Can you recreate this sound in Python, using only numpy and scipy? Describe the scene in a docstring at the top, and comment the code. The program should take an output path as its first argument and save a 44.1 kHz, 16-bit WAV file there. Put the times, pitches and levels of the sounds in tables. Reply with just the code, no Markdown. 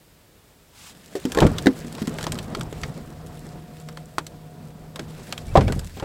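"""Hollow knocks and clicks sound inside a parked car as a hand bumps the door trim and the latch lets go.
With the door ajar, a small electric motor hums over the outdoor noise; switches click, a jacket rustles.
Then the door is pulled shut: its rubber seal chirps, the cabin booms and loose fittings rattle."""
import sys
import numpy as np
from scipy import signal
from scipy.io import wavfile

SR = 44100
rng = np.random.default_rng(int(sys.argv[2]) if len(sys.argv) > 2 else 0)


def put_to_file(sound):
    """Save the sound as 16-bit audio at rate SR, in the file named by the first command-line argument."""
    columns = np.atleast_2d(sound).T  # one column per channel
    safe = np.clip(columns, -1, 1)
    whole_steps = np.round(safe * 32767)
    wavfile.write(sys.argv[1], SR, whole_steps.astype(np.int16))


N = 266760
T = np.arange(N) / SR
BAND_EDGES_HZ = 22 * 2 ** np.arange(0, 10, .5)  # half an octave apart
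UNLATCH_AT_S, SWING_FOR_S = 1.22, 1
SHUT_AT_S, PULL_FOR_S = 5.576, 0.19

# A "t60" is the time a sound takes to fade by 60 dB.
# knocks on the handle and the hollow behind it: (time [s], level [dB], pitch [Hz], t60 [s])
HAND_KNOCKS = [(1.153, -21, 368, 0.1), (1.252, -18, 245.6, 0.13), (1.373, -12.5, 396, 0.064),
               (1.386, -10.5, 419, 0.05), (1.659, -14, 321, 0.086), (1.669, -7, 254.4, 0.12),
               (1.846, -32, 231, 0.24), (2.018, -21.5, 200.4, 0.13), (2.077, -22, 219, 0.11),
               (2.570, -29.5, 326, 0.072), (2.726, -25.5, 390, 0.025)]


def door_blows(sealed_ring=1.17, loose_ring=0.57, contact_cycles=0.27):
    """Each blow makes the door boom and its panels clatter; soft ones start slowly and sound dull."""
    # blows on the door: (time [s], level [dB], boom against clatter [dB], dull above [Hz])
    blows = [(1.418, -7.5, -7.5, 596), (1.426, -11.5, 1.5, 970), (1.451, -13.5, 8, 454),
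             (4.183, -34, -21, 1300), (4.991, -28.5, -15, 1010), (5.556, -11, -17, 1300),
             (5.576, -16, 9, 800), (5.608, -21, -4, 1450), (5.680, -20.5, -28, 900),
             (5.969, -33.5, -5, 920), (6.025, -23, -5.5, 930)]
    # deep tones of the door and cabin air: (pitch [Hz], level [dB], base t60 [s])
    boom_tones = [(49.3, -13, 0.41), (80.4, -10, 0.37), (91.8, -11, 0.55), (137.6, 0.5, 0.14),
                  (179, -5.5, 0.14), (203.5, -14.5, 0.17), (296.5, -24, 0.36), (367, -16, 0.086),
                  (455, -6.5, 0.13), (539, -1.5, 0.085), (624, -31, .06), (769, -5, 0.077),
                  (1000, -20, 0.034)]
    # the panels' crowded tones, played as bands of noise: (frequency [Hz], level [dB], t60 [s])
    panel_bands = [(150, -13, 0.33), (385, -4, 0.11), (880, -10, 0.06), (2000, -12, 0.15),
                   (5000, -8.5, 0.15), (14000, -18, .07)]
    out, t = np.zeros(N), T[:SR // 2]
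    for s, db, boom_db, soft_hz in blows + door_bounces():
        stretch = sealed_ring if s > SHUT_AT_S - PULL_FOR_S else loose_ring  # a sealed cabin booms longer
        boom = clatter = 0
        for hz, tone_db, t60 in boom_tones:
            gain = from_db(tone_db) / np.hypot(1, (hz / soft_hz) ** 2)
            boom += gain * sine(hz, t) * fade(t, t60 * stretch)
        for low, high in zip(BAND_EDGES_HZ[5:], BAND_EDGES_HZ[6:]):
            band_db, t60 = at_hz(panel_bands, low)
            gain = from_db(band_db) / np.hypot(1, (low / soft_hz) ** 1.83)
            clatter += gain * unit_band(rng.standard_normal(len(t)), low, high) * fade(t, t60)
        push = 1 - np.exp(-(t * soft_hz / contact_cycles) ** 2)
        add(out, s, from_db(db) * push * (from_db(boom_db) * boom + clatter))
    return out


def door_bounces(count=3, every_s=.062, first_db=-24.5, loss_db=2, boom_db=9.5, soft_hz=240):
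    """List the soft blows of the shut door bouncing on its seal, each a little weaker."""
    return [(SHUT_AT_S + (k + 1) * every_s, first_db - k * loss_db, boom_db, soft_hz)
            for k in range(count)]


def knocks(sag=0.11, sag_s=0.0196, rise_s=0.00098, steel_from_db=-7.5, steel_growth=1.8):
    """The hollow behind the handle rings; the harder the knock, the more the latch steel joins in."""
    # tones of the hollow: (multiple of the knock's pitch, level [dB])
    hollow_tones = [(.81, -4.5), (1.001, 4), (1.13, -2), (1.45, -5.5), (1.85, -8.5)]
    # tones of the latch steel: (pitch [Hz], level [dB], t60 [s])
    steel_tones = [(780, -4, 0.021), (1695, -11.5, 0.035), (1752, -4, 0.032), (2010, -16, 0.052),
                   (3740, -8.5, 0.016)]
    out, t = np.zeros(N), T[:SR // 3]
    bent_time = t + sag * sag_s * (1 - np.exp(-t / sag_s))  # the pitch sinks as the hand covers the hollow
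    steel = sum(from_db(db) * sine(hz, t) * fade(t, t60) for hz, db, t60 in steel_tones)
    for s, db, hz, t60 in HAND_KNOCKS:
        tones = sum(from_db(tone_db) * sine(hz * k, bent_time) for k, tone_db in hollow_tones)
        hollow = tones * (1 - np.exp(-t / rise_s)) * fade(t, t60)
        steel_gain = from_db(steel_growth * (db - steel_from_db))
        add(out, s, from_db(db) * (hollow + steel_gain * steel))
    return out


def knock_clicks(ring_hz=1807, edge_db=-12.5, body_db=-7.5, dulling=0.81, dull_from_db=-17):
    """List the click that starts each knock; a heavy knock loses some of its bright edge."""
    return [(s, db - 3.5, ring_hz, edge_db - dulling * max(db - dull_from_db, 0), body_db)
            for s, db, *_ in HAND_KNOCKS]


def clicks(rise_s=0.0012, trim_hz=3240, blend=0.2):
    """Hard plastic parts meet: a crack of noise, plus a short ring from the part and from the trim."""
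    # latch, switch and trim clicks: (time [s], level [dB], ring [Hz], bright edge [dB], dull body [dB])
    contacts = [(1.319, -18.5, 1690, -8.5, -9), (1.3472, -21, 1100, -10, 3), (1.4031, -8, 3370, -17, -10.5),
                (1.4224, -24, 1040, -16, 6), (1.4656, -14.5, 1150, -20.5, -6),
                (1.5826, -12, 3390, -18, -33), (1.9243, -31, 8500, -11, -19), (1.981, -25, 1870, -26, -3),
                (2.0715, -22, 1080, -11, -19), (2.1842, -19, 1890, -18, -4.5),
                (2.2082, -23.5, 1360, -18, -5), (2.2272, -19.5, 3970, -13, -12),
                (2.2399, -18, 1730, -15, -10), (2.2662, -14, 1030, -21.5, -6),
                (2.3198, -16.5, 8230, -10.5, -15), (2.3527, -25, 1350, -19, -11),
                (2.3869, -15, 3110, -19.5, -25), (2.5483, -13.5, 1300, -23.5, -14),
                (2.6089, -17, 1340, -18.5, -16), (2.8331, -11.5, 1830, -33, -15),
                (3.8861, -25.5, 1490, -16.5, -9), (3.9713, -25.5, 1770, -17.5, -6),
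                (4.1819, -13, 1130, -16.5, -6), (4.2659, -23, 4120, -13.5, -25),
                (4.9581, -23.5, 3700, -14, -4), (4.993, -18, 1600, -21, -18),
                (5.324, -13.5, 3200, -17.5, -11.5), (5.3773, -20.5, 3200, -17, -16),
                (5.5717, -7, 1010, -31, -5), (5.6083, -19, 1530, -26, -5), (5.6795, -20, 2160, -20.5, -5),
                (5.722, -19, 1940, -12, -4), (5.7921, -24.5, 1460, -8, -36), (5.9974, -21.5, 1020, -21, -6)]
    out, t = np.zeros(N), T[:SR // 8]
    rise = 1 - np.exp(-(t / rise_s) ** 2)
    crack = rise * (fade(t, t60=0.011) + from_db(-14) * fade(t, t60=0.049))
    for s, db, ring_hz, edge_db, body_db in contacts + knock_clicks():
        white = rng.standard_normal((6, len(t)))
        body = unit_band(white[0] * rise * fade(t, t60=0.079), 190, 1160)
        clack = unit_band(white[1] * crack, 1140, 2120)
        snap = unit_band(white[2] * crack, 2460, 5060)
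        edge = unit_band(white[3] * crack, 5000, 8340)
        edge += from_db(-5.5) * unit_band(white[4] * crack, 9600, 13600)
        rough_ring = unit_band(white[5] * crack, ring_hz / 1.2, ring_hz * 1.2)
        part, trim = [unit_power(sine(hz, t) * rise * fade(t, t60=0.02)) for hz in (ring_hz, trim_hz)]
        dull = from_db(body_db) * body + from_db(-12 + blend * body_db) * clack
        bright = from_db(-7.5 + blend * edge_db) * snap + from_db(edge_db) * edge
        rings = from_db(-13) * rough_ring + from_db(-14) * part + from_db(-19.5) * trim
        add(out, s, from_db(db - 20) * (dull + bright + rings))
    return out


def end_stops():
    """The arm that holds the door and a switch each snap home with one hard, very short ping."""
    # pings: (time [s], level [dB], pitch [Hz], t60 [s])
    pings = [(1.6704, -7.5, 1720, 0.014), (4.1829, -5, 1150, 0.0056)]
    out, t = np.zeros(N), T[:SR // 20]
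    for s, db, hz, t60 in pings:
        add(out, s, from_db(db) * sine(hz, t) * fade(t, t60))
    return out


def seal_chirp(at_s=5.5545, start_hz=540, end_hz=800, glide_s=0.0052, rise_s=0.00017, t60=0.071):
    """Air trapped by the rubber seal rings and rises in pitch as the gap closes."""
    out, t = np.zeros(N), T[:SR // 6]
    hz = end_hz + (start_hz - end_hz) * np.exp(-t / glide_s)
    phase = 2 * np.pi * np.cumsum(hz) / SR
    tone = np.sin(phase) + from_db(-8) * np.sin(1.5 * phase)
    add(out, at_s, tone * (1 - np.exp(-t / rise_s)) * fade(t, t60))
    return out


def latch_ring_and_seal_squeaks(waver=0.0195):
    """Short wavering tones: the latch rings as it lets go, then rubber squeaks as the door shuts."""
    # the latch ring first, then the seal squeaks: (time [s], length [s], pitch [Hz], level [dB])
    short_tones = [(1.361, 0.044, 1074, -23.5), (5.465, 0.06, 2280, -49), (5.506, .026, 2560, -49),
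                   (5.566, 0.036, 1010, -19), (5.668, .018, 2245, -34.5), (5.693, 0.022, 1490, -33)]
    out = np.zeros(N)
    wobbly_time = np.cumsum(1 + waver * drift(121)) / SR
    for s, length_s, hz, db in short_tones:
        shape, start = swell(length_s), round(s * SR)
        add(out, s, from_db(db) * shape * sine(hz, wobbly_time[start:start + len(shape)]))
    return out


def cabin_echoes(sound):
    """Nearby glass and the roof send back a few quick echoes."""
    # echoes: (delay [s], level [dB])
    echoes = [(.0031, -25), (.0057, -17), (.0094, -21.5), (0.0144, -26)]
    return sound + sum(from_db(db) * np.interp(T - delay_s, T, sound, left=0) for delay_s, db in echoes)


def motor(level_db=-40, fade_db_per_s=0.88, flutter_db=2.5):
    """A small motor hums and faintly whines, slowly fading; it comes in through the door gap."""
    # tones of the motor: (pitch [Hz], level [dB], pitch wander [Hz])
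    motor_tones = [(156.1, -1, .8), (230, -18, 4), (478.5, -16, 3), (635.2, -21, 1.2), (717, -14.5, .7),
                   (958, -29, 3), (1434, -31, 3)]
    hum = 0
    for hz, db, wander_hz in motor_tones:
        gain = from_db(db + flutter_db * drift(6.7))
        phase = 2 * np.pi * np.cumsum(hz + wander_hz * drift(9.0)) / SR
        hum += gain * np.sin(phase)
    faded_db = fade_db_per_s * np.maximum(T - UNLATCH_AT_S, 0)
    return np.sqrt(2) * from_db(level_db - faded_db) * door_gap() * hum


def door_gap(leak_db=-28):
    """The share of outside sound that the door lets in; a little leaks through even when it is shut."""
    opening = np.clip((T - UNLATCH_AT_S) / SWING_FOR_S, 0, 1)
    closing = np.clip((SHUT_AT_S - T) / PULL_FOR_S, 0, 1)
    return np.maximum(opening * closing, from_db(leak_db))


def jacket(catches_per_s=30, catch_db=2, catch_t60=.012):
    """Nylon hisses as it slides, and its weave catches now and then in tiny scratches."""
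    # tone colour of sliding cloth: (frequency [Hz], level [dB])
    slide_colour = [(530, 1), (900, -14), (1530, 2), (2140, -0.5), (4050, -2.5), (4680, -3.5), (6800, -8),
                    (7770, 3), (10000, -14), (12700, -9), (16000, -29)]
    # quick swishes of sleeve and collar: (time [s], length [s], level [dB])
    swishes = [(0.692, 0.26, -48), (0.837, 0.11, -49), (1.142, 0.054, -43.5), (1.982, 0.043, -45.5),
               (2.099, 0.066, -51), (2.188, 0.051, -44.5), (2.71, 0.24, -51)]
    # tone colour of a swish: (frequency [Hz], level [dB])
    swish_colour = [(410, -38), (700, -8), (757, 2), (946, -6), (1460, -3), (1660, -6), (2430, -2.5),
                    (4670, -4.5), (13700, -15.5), (16000, -17)]
    catches = (rng.random(N) < catches_per_s / SR) * np.minimum(rng.exponential(1, N), 3)
    scratch = from_db(catch_db) * signal.fftconvolve(catches, fade(T[:SR // 30], catch_t60))[:N]
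    sliding = body_movement() * (1 + scratch) * noise(slide_colour, flutter_db=2.0, flutter_hz=26)
    strokes = np.zeros(N)
    for s, length_s, db in swishes:
        add(strokes, s, from_db(db) * swell(length_s))
    return sliding + strokes * noise(swish_colour, flutter_db=0.9, flutter_hz=40)


def small_ticks(per_s=18, above_cloth_db=10, spread_db=4, t60=0.0089):
    """Fingers, zip and cuffs tick at random, louder as the body moves."""
    moments = rng.random(N) < per_s / SR
    sizes = from_db(spread_db * np.clip(rng.standard_normal(N), -2, 2))
    bursts = signal.fftconvolve(moments * sizes, fade(T[:SR // 20], t60))[:N]
    hiss = unit_band(rng.standard_normal(N), 3970, 10900)
    return from_db(above_cloth_db) * body_movement() * bursts * hiss


def body_movement(settle_t60=6.3):
    """How strongly the person rustles over time: each move builds, holds and settles."""
    # leaning out, reaching for the switch, sitting back: (time [s], rise [s], hold [s], level [dB])
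    moves = [(0.745, 0.6, 0.68, -49), (3.157, 0.28, 0.12, -62), (4.956, 0.2, .9, -52.5)]
    strength = 0
    for s, rise_s, hold_s, db in moves:
        build = np.clip((T - s) / rise_s, 0, 1)
        settle = fade(np.maximum(T - s - rise_s - hold_s, 0), settle_t60)
        strength += from_db(db) * build * settle
    return strength


def air_and_seat(rumble_boost_db=3, rush_boost_db=4.5, seat_db=4, gust_rise_t60=0.51, gust_fall_t60=0.99):
    """A deep rumble and a soft rush come from outdoors and from door gusts; the seat adds to the rush."""
    # outdoor noise over time: (time [s], rumble [dB], rush [dB])
    outdoor_levels = [(2.0, -47, -41.5), (2.46, -40.5, -38), (3.07, -45.5, -45), (3.43, -48, -46.5),
                      (3.88, -52, -51.5), (4.21, -52, -52.5), (5.3, -51, -47.5)]
    # gusts that the moving door pushes through the gap: (time [s], rumble [dB], rush [dB])
    gusts = [(1.45, -28.5, -24.5), (5.579, -19, -30.5)]
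    # tone colour of the rumble: (frequency [Hz], level [dB])
    rumble_colour = [(12, -41), (20, -2), (48, -5.5), (108, -5.5), (124, -5), (140, -14), (180, -13),
                     (310, -120)]
    # tone colour of the rush: (frequency [Hz], level [dB])
    rush_colour = [(59, -12), (100, -13), (161, -0.5), (336, -16), (474, -12), (657, -18.5), (713, -15),
                   (813, -22), (1440, -27.5), (2130, -38), (5000, -43.5), (6500, -66), (11000, -120)]
    far_rumble, far_rush = from_db(over_time(outdoor_levels)) * door_gap()
    seat = from_db(seat_db) * body_movement()
    rumble = from_db(rumble_boost_db) * far_rumble
    rush = np.hypot(from_db(rush_boost_db) * far_rush, seat)  # hypot adds the powers of two noises
    for s, rumble_db, rush_db in gusts:
        gust = fade(np.abs(T - s), np.where(T < s, gust_rise_t60, gust_fall_t60))
        rumble = np.hypot(rumble, from_db(rumble_db) * gust)
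        rush = np.hypot(rush, from_db(rush_db) * gust)
    return (rumble * noise(rumble_colour, flutter_db=1.5, flutter_hz=5.7)
            + rush * noise(rush_colour, flutter_db=2.04, flutter_hz=16))


def cabin_hush(level_db=-55):
    """A faint, nearly steady noise fills the cabin."""
    # tone colour of the hush: (frequency [Hz], level [dB])
    hush_colour = [(18, -29), (30, 4.5), (141, -0.5), (184, -6), (486, -5.5), (866, -13.5), (4080, -18),
                   (6210, -22), (8080, -25), (14400, -21), (16000, -23)]
    return from_db(level_db) * noise(hush_colour, flutter_db=-0.4, flutter_hz=8.0)


def noise(colour, flutter_db, flutter_hz):
    """Noise of power 1 with a given tone colour; its bands flutter partly together, partly alone."""
    out, together = np.zeros(N), drift(flutter_hz)
    for low, high in zip(BAND_EDGES_HZ, BAND_EDGES_HZ[1:]):
        hz = np.sqrt(low * high)
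        if colour[0][0] <= hz <= colour[-1][0]:
            gain = from_db(at_hz(colour, hz)[0] + flutter_db * (together + drift(flutter_hz)))
            out += gain * band(rng.standard_normal(N), low, high)
    return unit_power(out)


def drift(rate_hz):
    """A smooth random wander, about 1 in size, worked out once every 40 samples."""
    memory = np.exp(-80 * np.pi * rate_hz / SR)
    white = rng.standard_normal(N // 40 + 2002)
    slow = signal.lfilter([1], [1, -2 * memory, memory * memory], white)[2000:]
    return np.interp(np.arange(N) / 40, np.arange(len(slow)), unit_power(slow))


def band(x, low_hz, high_hz):
    """Keep the part of a sound between two frequencies."""
    sections = signal.butter(2, [low_hz, min(high_hz, .45 * SR)], "band", fs=SR, output="sos")
    return signal.sosfilt(sections, x)


def unit_band(x, low_hz, high_hz):
    """One band of a sound, scaled to power 1."""
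    return unit_power(band(x, low_hz, high_hz))


def unit_power(x):
    """Scale a sound to an average power of 1."""
    return x / np.sqrt(np.mean(x ** 2) + 1e-20)


def sine(hz, t):
    """A pure tone."""
    return np.sin(2 * np.pi * hz * t)


def fade(t, t60):
    """Die away by 60 dB every t60 seconds."""
    return np.exp(-np.log(1000) * t / t60)


def swell(length_s):
    """A smooth rise and fall."""
    return signal.windows.hann(round(length_s * SR))


def from_db(db):
    """Turn decibels into a multiplier."""
    return 10 ** (np.asarray(db) / 20)


def over_time(rows):
    """Read a table's columns at every sample."""
    times, *columns = np.transpose(rows)
    return [np.interp(T, times, column) for column in columns]


def at_hz(rows, hz):
    """Read a table's columns at one frequency."""
    frequencies, *columns = np.transpose(rows)
    return [np.interp(np.log(hz), np.log(frequencies), column) for column in columns]


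def add(out, at_s, sound):
    """Mix a sound in at the given time."""
    start = round(at_s * SR)
    out[start:start + len(sound)] += sound[:N - start]


def scene():
    """Door, motor, air and clothing over the hush of the cabin, in one channel."""
    hush = cabin_hush()
    door = knocks() + door_blows() + cabin_echoes(clicks() + end_stops())
    door += seal_chirp() + latch_ring_and_seal_squeaks()
    return (door + motor() + air_and_seat() + jacket() + small_ticks() + hush)[None]


def record(dry, low_cut_hz=36, high_cut_hz=16000, port_hz=7900, port_q=6, port_db=-3):
    """The microphone loses deep bass, rings at its opening (port) and overloads; the top treble is cut."""
    thin = signal.sosfilt(signal.butter(1, low_cut_hz, "high", fs=SR, output="sos"), dry)
    heard = thin + from_db(port_db) * signal.lfilter(*signal.iirpeak(port_hz, port_q, fs=SR), thin)
    clipped = heard / (1 + heard ** 8) ** (1 / 8)  # rounds off only the loudest peaks
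    return signal.sosfilt(signal.ellip(10, .1, 80, high_cut_hz, fs=SR, output="sos"), clipped)


dry = scene()
out = record(dry)
put_to_file(out)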